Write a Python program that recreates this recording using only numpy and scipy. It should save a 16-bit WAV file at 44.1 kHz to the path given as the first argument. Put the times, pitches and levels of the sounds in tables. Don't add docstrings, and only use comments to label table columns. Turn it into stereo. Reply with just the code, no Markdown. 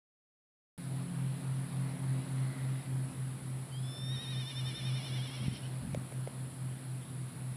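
import sys
import numpy as np
from scipy import signal
from scipy.fft import rfft, irfft
from scipy.io import wavfile
from scipy.ndimage import uniform_filter1d

SR = 44100
rng = np.random.default_rng(int(sys.argv[2]) if len(sys.argv) > 2 else 0)


def waveform_to_disk(signal):
    frames = np.transpose(np.atleast_2d(signal))
    scaled = np.clip(frames, -1, 1) * 32767
    samples = np.round(scaled).astype(np.int16)
    wavfile.write(sys.argv[1], SR, samples)


N = 333396
T = np.arange(N) / SR

# time in seconds, blade pitch in Hz, octave in dB, engine note in dB.
PLANE_NOTES = [(.78, 130.3, -51, -43.5), (1.3, 131.5, -52, -42.5), (2, 131.5, -48.5, -42.5),
               (2.8, 130.7, -50.5, -52.5), (3.7, 129.2, -58.5, -58), (4.6, 127.9, -58.5, -79),
               (6, 128.2, -57, -56), (7.56, 126.8, -58, -51)]
# time in seconds, beats a second.
BEAT_RATE = [(.8, 3.36), (5.95, 3.79), (6.27, 5.05), (6.55, 3.75)]
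# time in seconds, relative level in dB.
DRONE_LEVEL = [(.95, -38.7), (1.85, -35.3), (2.8, -35.7), (3.4, -40.7), (5.05, -37.3), (6.05, -41.3),
               (7.5, -42.2)]
# frequency in Hz, relative level in dB.
AIR_TONE = [(20, 2), (45, -13), (80, -4), (150, 10.5), (210, 3), (300, -0.5), (420, -6), (600, -6),
            (1100, -9), (2000, -12), (2700, -14.5), (4200, -14.5), (6200, -28), (14500, -25)]
# frequency in Hz, likeness (1 is the same).
AIR_LIKENESS = [(60, 0.18), (130, .95), (280, 0.86), (620, 0.32), (1350, 0.17), (3000, -0.21),
                (14000, 0.16)]
# frequency in Hz, left minus right in dB.
AIR_BALANCE = [(60, -12), (200, 1.2), (700, -1.5), (1300, 2.5), (2400, 5), (4300, -1.5), (6200, -4.5),
               (14000, -3)]
# time in seconds, lift in dB.
BREEZE = [(.78, .5), (1.6, 2.5), (2.6, 3.5), (3.1, .5), (3.8, -.5), (5.4, 2), (6.4, -0.5), (7.56, -.5)]
# time in seconds, level in dB.
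HISS_LEVEL = [(.78, -74), (2.2, -67), (2.6, -55.5), (2.9, -65), (3.5, -89), (7.56, -75)]
# pitch in Hz, width in Hz, left level in dB, right level in dB,
# wing strokes a second, pulsing from 0 to 1.
CHOIRS = [(10170, 410, -56.5, -64.5, 78, 0.3), (10580, 620, -56.5, -66, 70, 0.15),
          (9620, 1400, -57, -66, 120, 0.08), (8580, 310, -62, -76, 71.3, 0.04),
          (7730, 880, -65.5, -73, 27, 0.45)]
# time in seconds, pitch in Hz, relative level in dB.
SQUEAL = [(3.725, 1525, -56.5), (3.81, 1690, -54.5), (3.91, 1762, -49), (4.01, 1787, -49),
          (4.095, 1822, -45)]
# time in seconds, top pitch in Hz, relative squeal level in dB, rasp
# level in dB, roughness from 0 to 1, depth of the breaks in dB, brightness in dB per harmonic.
NEIGH = [(4.13, 1905, -41.7, -56, .03, 3, 1.5), (4.29, 1918, -43.5, -51, .09, 5, -.5),
         (4.41, 1848, -45.7, -49.3, .11, 1, -1), (4.57, 1822, -42.7, -49, .13, 15, 1.5),
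         (4.86, 1838, -44.7, -47.7, .21, 6, 0), (5.06, 1800, -48.7, -46.3, .38, 8, 4),
         (5.22, 1762, -46, -48.7, .44, 7, -2.5), (5.45, 1692, -55, -49, .42, 10, 0),
         (5.56, 1590, -58, -52.5, .85, 20, 0), (5.66, 1525, -56.5, -59, .8, 29, -6)]
# time in seconds, shakes a second.
SHAKE_RATE = [(4.37, 11.5), (4.43, 10.5), (5.41, 10.55), (5.48, 9.5)]
# frequency in Hz, gain in dB.
THROAT_TONE = [(900, -32), (1500, -22), (1850, -12), (2500, -14), (3100, -1), (3600, -1.5), (4300, -6.5),
               (4800, -13), (5400, -11), (5800, -24), (6500, -36), (9000, -42)]
# frequency in Hz, relative level in dB.
RASP_TONE = [(600, -35), (1250, -9), (1750, -3.5), (2250, 4), (2450, 3), (2650, -5), (2950, 1.5),
             (3600, -3), (4250, -1.5), (4750, -14.5), (5400, 0.5), (6000, -11.5), (7000, -36)]
# frequency in Hz,
# how far the left leads in radians, left minus right in dB.
BODY_BENDING = [(1854, -1.8, -4), (2160, -1.5, 5), (2420, -2, -3), (3000, 1.3, -10), (3180, 0.6, -12),
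                (3430, 2, -5.5), (3570, 1, 3.5), (3647, 0, -1), (3990, 2.5, -13), (4100, -0.5, -2),
                (5060, 0, -7), (5200, 1.7, 0), (5300, 0.1, 3.5), (5630, 0.86, -1)]
# middle in seconds, level in dB, rise and fall time in seconds.
PUFFS = [(5.421, -36.5, 0.022), (5.47, -35, 0.016), (5.525, -38, .015), (5.553, -39, 0.011),
         (5.831, -36, 0.013), (5.878, -33, 0.02), (5.912, -42, .012), (7.517, -44, .015)]
# start in seconds, thud strength in dB, pitch in Hz,
# ring time in seconds, snap level in dB.
KNOCKS = [(5.4811, -17.5, 158, 0.0026, -60), (5.848, -26.5, 139, 0.0026, -65),
          (5.933, -22.5, 136.5, 0.0057, -40), (5.9468, -23, 557, 0.0015, -32),
          (5.9732, -21, 150, 0.0028, -58), (6.123, -38.5, 500, 0.0019, -42),
          (6.2744, -24.5, 517, 0.00095, -39)]
# frequency in Hz, relative level in dB.
SNAP_TONE = [(300, -4), (1400, -10), (2200, 1), (4000, -11), (8000, -8), (14000, -24)]


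def amp(db):
    return 10 ** (np.asarray(db) / 20)


def evened(x):
    return x / np.sqrt(np.mean(abs(x) ** 2) + 1e-20)


def look_up(table, hz):
    row_hz, value = np.transpose(table)
    return np.interp(np.log(hz + 1), np.log(row_hz + 1), value)


def curves(table):
    times, *columns = np.transpose(table)
    return [np.interp(T, times, column) for column in columns]


def colour(x, tone):
    return irfft(rfft(x) * amp(look_up(tone, np.fft.rfftfreq(N, 1 / SR))), N)


def band(centre_hz, width_hz):
    hz = np.fft.rfftfreq(N, 1 / SR)
    bell = np.exp(-((hz - centre_hz) / width_hz) ** 2 * 2 * np.log(2))
    return evened(irfft(rfft(rng.standard_normal(N)) * bell, N))


def angle(hz):
    return 2 * np.pi * np.cumsum(hz) / SR


def cycles(rates, since_s):
    count = np.cumsum(curves(rates)[0]) / SR
    return count - np.interp(since_s, T, count)


def plane(second_gain=.73, boost_db=1, engine_octave_db=-64, left_lag_s=.00013):
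    hz, octave_db, engine_db = curves(PLANE_NOTES)
    beat = 2 * np.pi * cycles(BEAT_RATE, since_s=.805)
    phase = angle(hz + .3 * band(0, 4.05))
    blades = np.cos(phase + beat / 2) - second_gain * np.cos(phase - beat / 2)
    blades *= amp(curves(DRONE_LEVEL)[0] + boost_db + band(0, 14))
    octave = np.cos(2 * phase + beat / 2) + .32 * np.cos(2 * phase - beat)
    octave *= amp(octave_db + 1.56 * band(0, 7.2))
    firing = phase * 1.318 + .5 * band(0, 10.6)
    engine = np.cos(firing) * amp(engine_db + 2 * band(0, 2.9))
    engine += np.cos(2 * firing) * amp(engine_octave_db)
    drone = blades + octave + engine
    return np.array([np.interp(T - left_lag_s, T, drone), drone])


def open_air(level_db=-47.5, patchy_db=1.24, breeze_from_hz=120, breeze_to_hz=6000):
    frames, hz = N // 256 + 5, np.fft.rfftfreq(1024, 1 / SR)
    a, b, c, d, patches = rng.standard_normal((frames, 513, 5)).T
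    patches = uniform_filter1d(patches, size=12, axis=0)
    patches = evened(uniform_filter1d(patches, size=16, axis=1))
    likeness = np.clip(look_up(AIR_LIKENESS, hz), -1, 1)[:, None]
    left = a + 1j * b
    right = likeness * left + np.sqrt(1 - likeness ** 2) * (c + 1j * d)
    lean = amp(look_up(AIR_BALANCE, hz) / 2)[:, None]
    spectrum = np.array([left * lean, right / lean])
    breeze_db = np.interp(np.linspace(0, T[-1], frames), *np.transpose(BREEZE))
    mids = hz ** 2 / (hz ** 2 + breeze_from_hz ** 2) / (1 + (hz / breeze_to_hz) ** 2)
    spectrum *= amp(look_up(AIR_TONE, hz)[:, None] + patchy_db * patches + np.outer(mids, breeze_db))
    return amp(level_db) * evened(signal.istft(spectrum, nperseg=1024, noverlap=768)[1][:, :N])


def faint_hiss(hz=1990, width_hz=230):
    return np.array([band(hz, width_hz) for side in range(2)]) * amp(curves(HISS_LEVEL)[0])


def insects():
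    out = np.zeros((2, N))
    for hz, width, left_db, right_db, strokes, pulsing in CHOIRS:
        for side, db in enumerate((left_db, right_db)):
            wings = 1 + pulsing * np.cos(angle(strokes * (1 + .0126 * band(0, 2.5))))
            out[side] += amp(db + .5 * band(0, 2.4)) * evened(band(hz, width) * wings)
    return out


def cricket(hz=7850, sag_hz=220, strokes_per_s=31.2, left_db=-70, right_db=-82):
    stroke = angle(strokes_per_s * (1 + .012 * band(0, 2))) / (2 * np.pi) % 1
    tone = np.cos(angle(hz - sag_hz * stroke + 60 * band(0, 216)))
    pulse = np.sin(np.pi * np.minimum(stroke / .61, 1))
    return evened(tone * pulse * amp(2 * band(0, 12))) * amp([[left_db], [right_db]])


def squeal(hz, bright_db):
    phase = angle(hz)
    return np.sqrt(2) * sum(amp(look_up(THROAT_TONE, k * hz) + (k - 2) * bright_db) * np.cos(k * phase)
                            for k in range(1, 5))


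def rasp(hz, rough, uneven_db=-9):
    phase = angle(hz) / 3 + angle(hz / 3 * .014 * band(0, 200))
    folds = sum(np.cos(k * phase + rng.uniform(0, 2 * np.pi)) * amp(2 * band(0, 60))
                for k in range(2, 12) if k % 3)
    uneven = sum(np.cos((k + .5) * phase + rng.uniform(0, 2 * np.pi)) * band(0, 50)
                 for k in range(2, 10))
    breath = rng.standard_normal(N) * (1 + .7 * np.cos(phase))
    buzz = evened(colour(evened(folds) + amp(uneven_db) * evened(uneven), RASP_TONE))
    return evened(buzz + (.5 + 1.2 * rough ** 4) * evened(colour(breath, RASP_TONE)))


def whinny(attack_db_per_s=1200, release_db_per_s=170, catch_s=3.813):
    opening = [(s, hz, db, db - 17, .03, 0, 1.5) for s, hz, db in SQUEAL]
    hz, squeal_db, rasp_db, rough, break_db, bright_db = curves([*opening, *NEIGH])
    shake = np.maximum(cycles(SHAKE_RATE, since_s=4.14), -.5)
    shaking = np.clip(2 * shake + 1, 0, 1)
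    dip = np.sin(np.pi * (shake + .12 * np.sin(np.pi * shake) ** 2)) ** 2 * shaking
    broken = np.exp(-(np.sin(np.pi * (shake - .39)) / .58) ** 2) * shaking
    jitter = 1 + .024 * rough * band(0, 260)
    hz = hz * (1 - .07 * dip * (.8 + rough)) * jitter
    high = squeal(hz, bright_db) * amp(squeal_db - break_db * broken + 5.5 * rough * band(0, 158.3))
    rasp_dip_db = .24 * (break_db + 14) * np.sin(np.pi * (shake - .12)) ** 2
    low = rasp(hz, rough) * amp(rasp_db - rasp_dip_db)
    fade_db = attack_db_per_s * np.maximum(SQUEAL[0][0] - T, 0)
    fade_db += release_db_per_s * np.maximum(T - NEIGH[-1][0], 0)
    catch_db = 15 * np.exp(-((T - catch_s) / .016) ** 2)
    return (high + low) * amp(-fade_db - catch_db)


def across_field(call, echo_db=-13, echo_s=.35, echoes_per_s=2000):
    t, hz = T[:SR], np.fft.rfftfreq(N, 1 / SR)
    echoes = rng.standard_normal((2, SR)) * (rng.random((2, SR)) < echoes_per_s / SR)
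    echoes *= amp(-60 * t / echo_s) * (t > .006)
    tail = signal.fftconvolve(call[None], echoes / np.linalg.norm(echoes[0]), axes=1)[:, :N]
    row_hz, lead, lean_db = np.transpose(BODY_BENDING)
    bend = amp(np.interp(hz, row_hz, lean_db) / 2) * np.exp(.5j * np.interp(hz, row_hz, lead))
    return irfft(rfft(call) * np.array([bend, 1 / bend]), N) + amp(echo_db) * tail


def wind_puffs():
    return band(151, 146) * sum(amp(db) * np.exp(-((T - s) / width) ** 2) for s, db, width in PUFFS)


def handling_knocks(snap_s=.00071, shell_hz=2200, shell_s=.0027, shell_db=-3):
    out, snaps = np.zeros((2, N))
    for start, db, hz, ring_s, snap_db in KNOCKS:
        age = np.maximum(T - start, 0)
        out -= amp(db) * age / ring_s * np.exp(1 - age / ring_s) * np.sin(2 * np.pi * hz * age)
        out += amp(snap_db + shell_db) * np.exp(-age / shell_s) * np.sin(2 * np.pi * shell_hz * age)
        snaps += amp(snap_db) * np.exp(-age / snap_s) * (T > start)
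    return out + snaps * evened(colour(rng.standard_normal(N), SNAP_TONE))


def scene():
    horse = across_field(whinny())
    background = plane() + open_air() + faint_hiss() + insects() + cricket()
    camera = (wind_puffs() + handling_knocks()) * amp([[-20], [0]])
    return background + horse + camera


def record(dry, low_cut_hz=50, high_cut_hz=14560, start_s=.778):
    hz = np.fft.rfftfreq(N, 1 / SR)
    thinned = irfft(rfft(dry) * hz ** 4 / np.hypot(hz ** 4, low_cut_hz ** 4), N)
    low_pass = signal.firwin(511, high_cut_hz, window=("kaiser", 9), fs=SR)
    return signal.oaconvolve(thinned * (T >= start_s), low_pass[None], "same")


dry = scene()
out = record(dry)
waveform_to_disk(out)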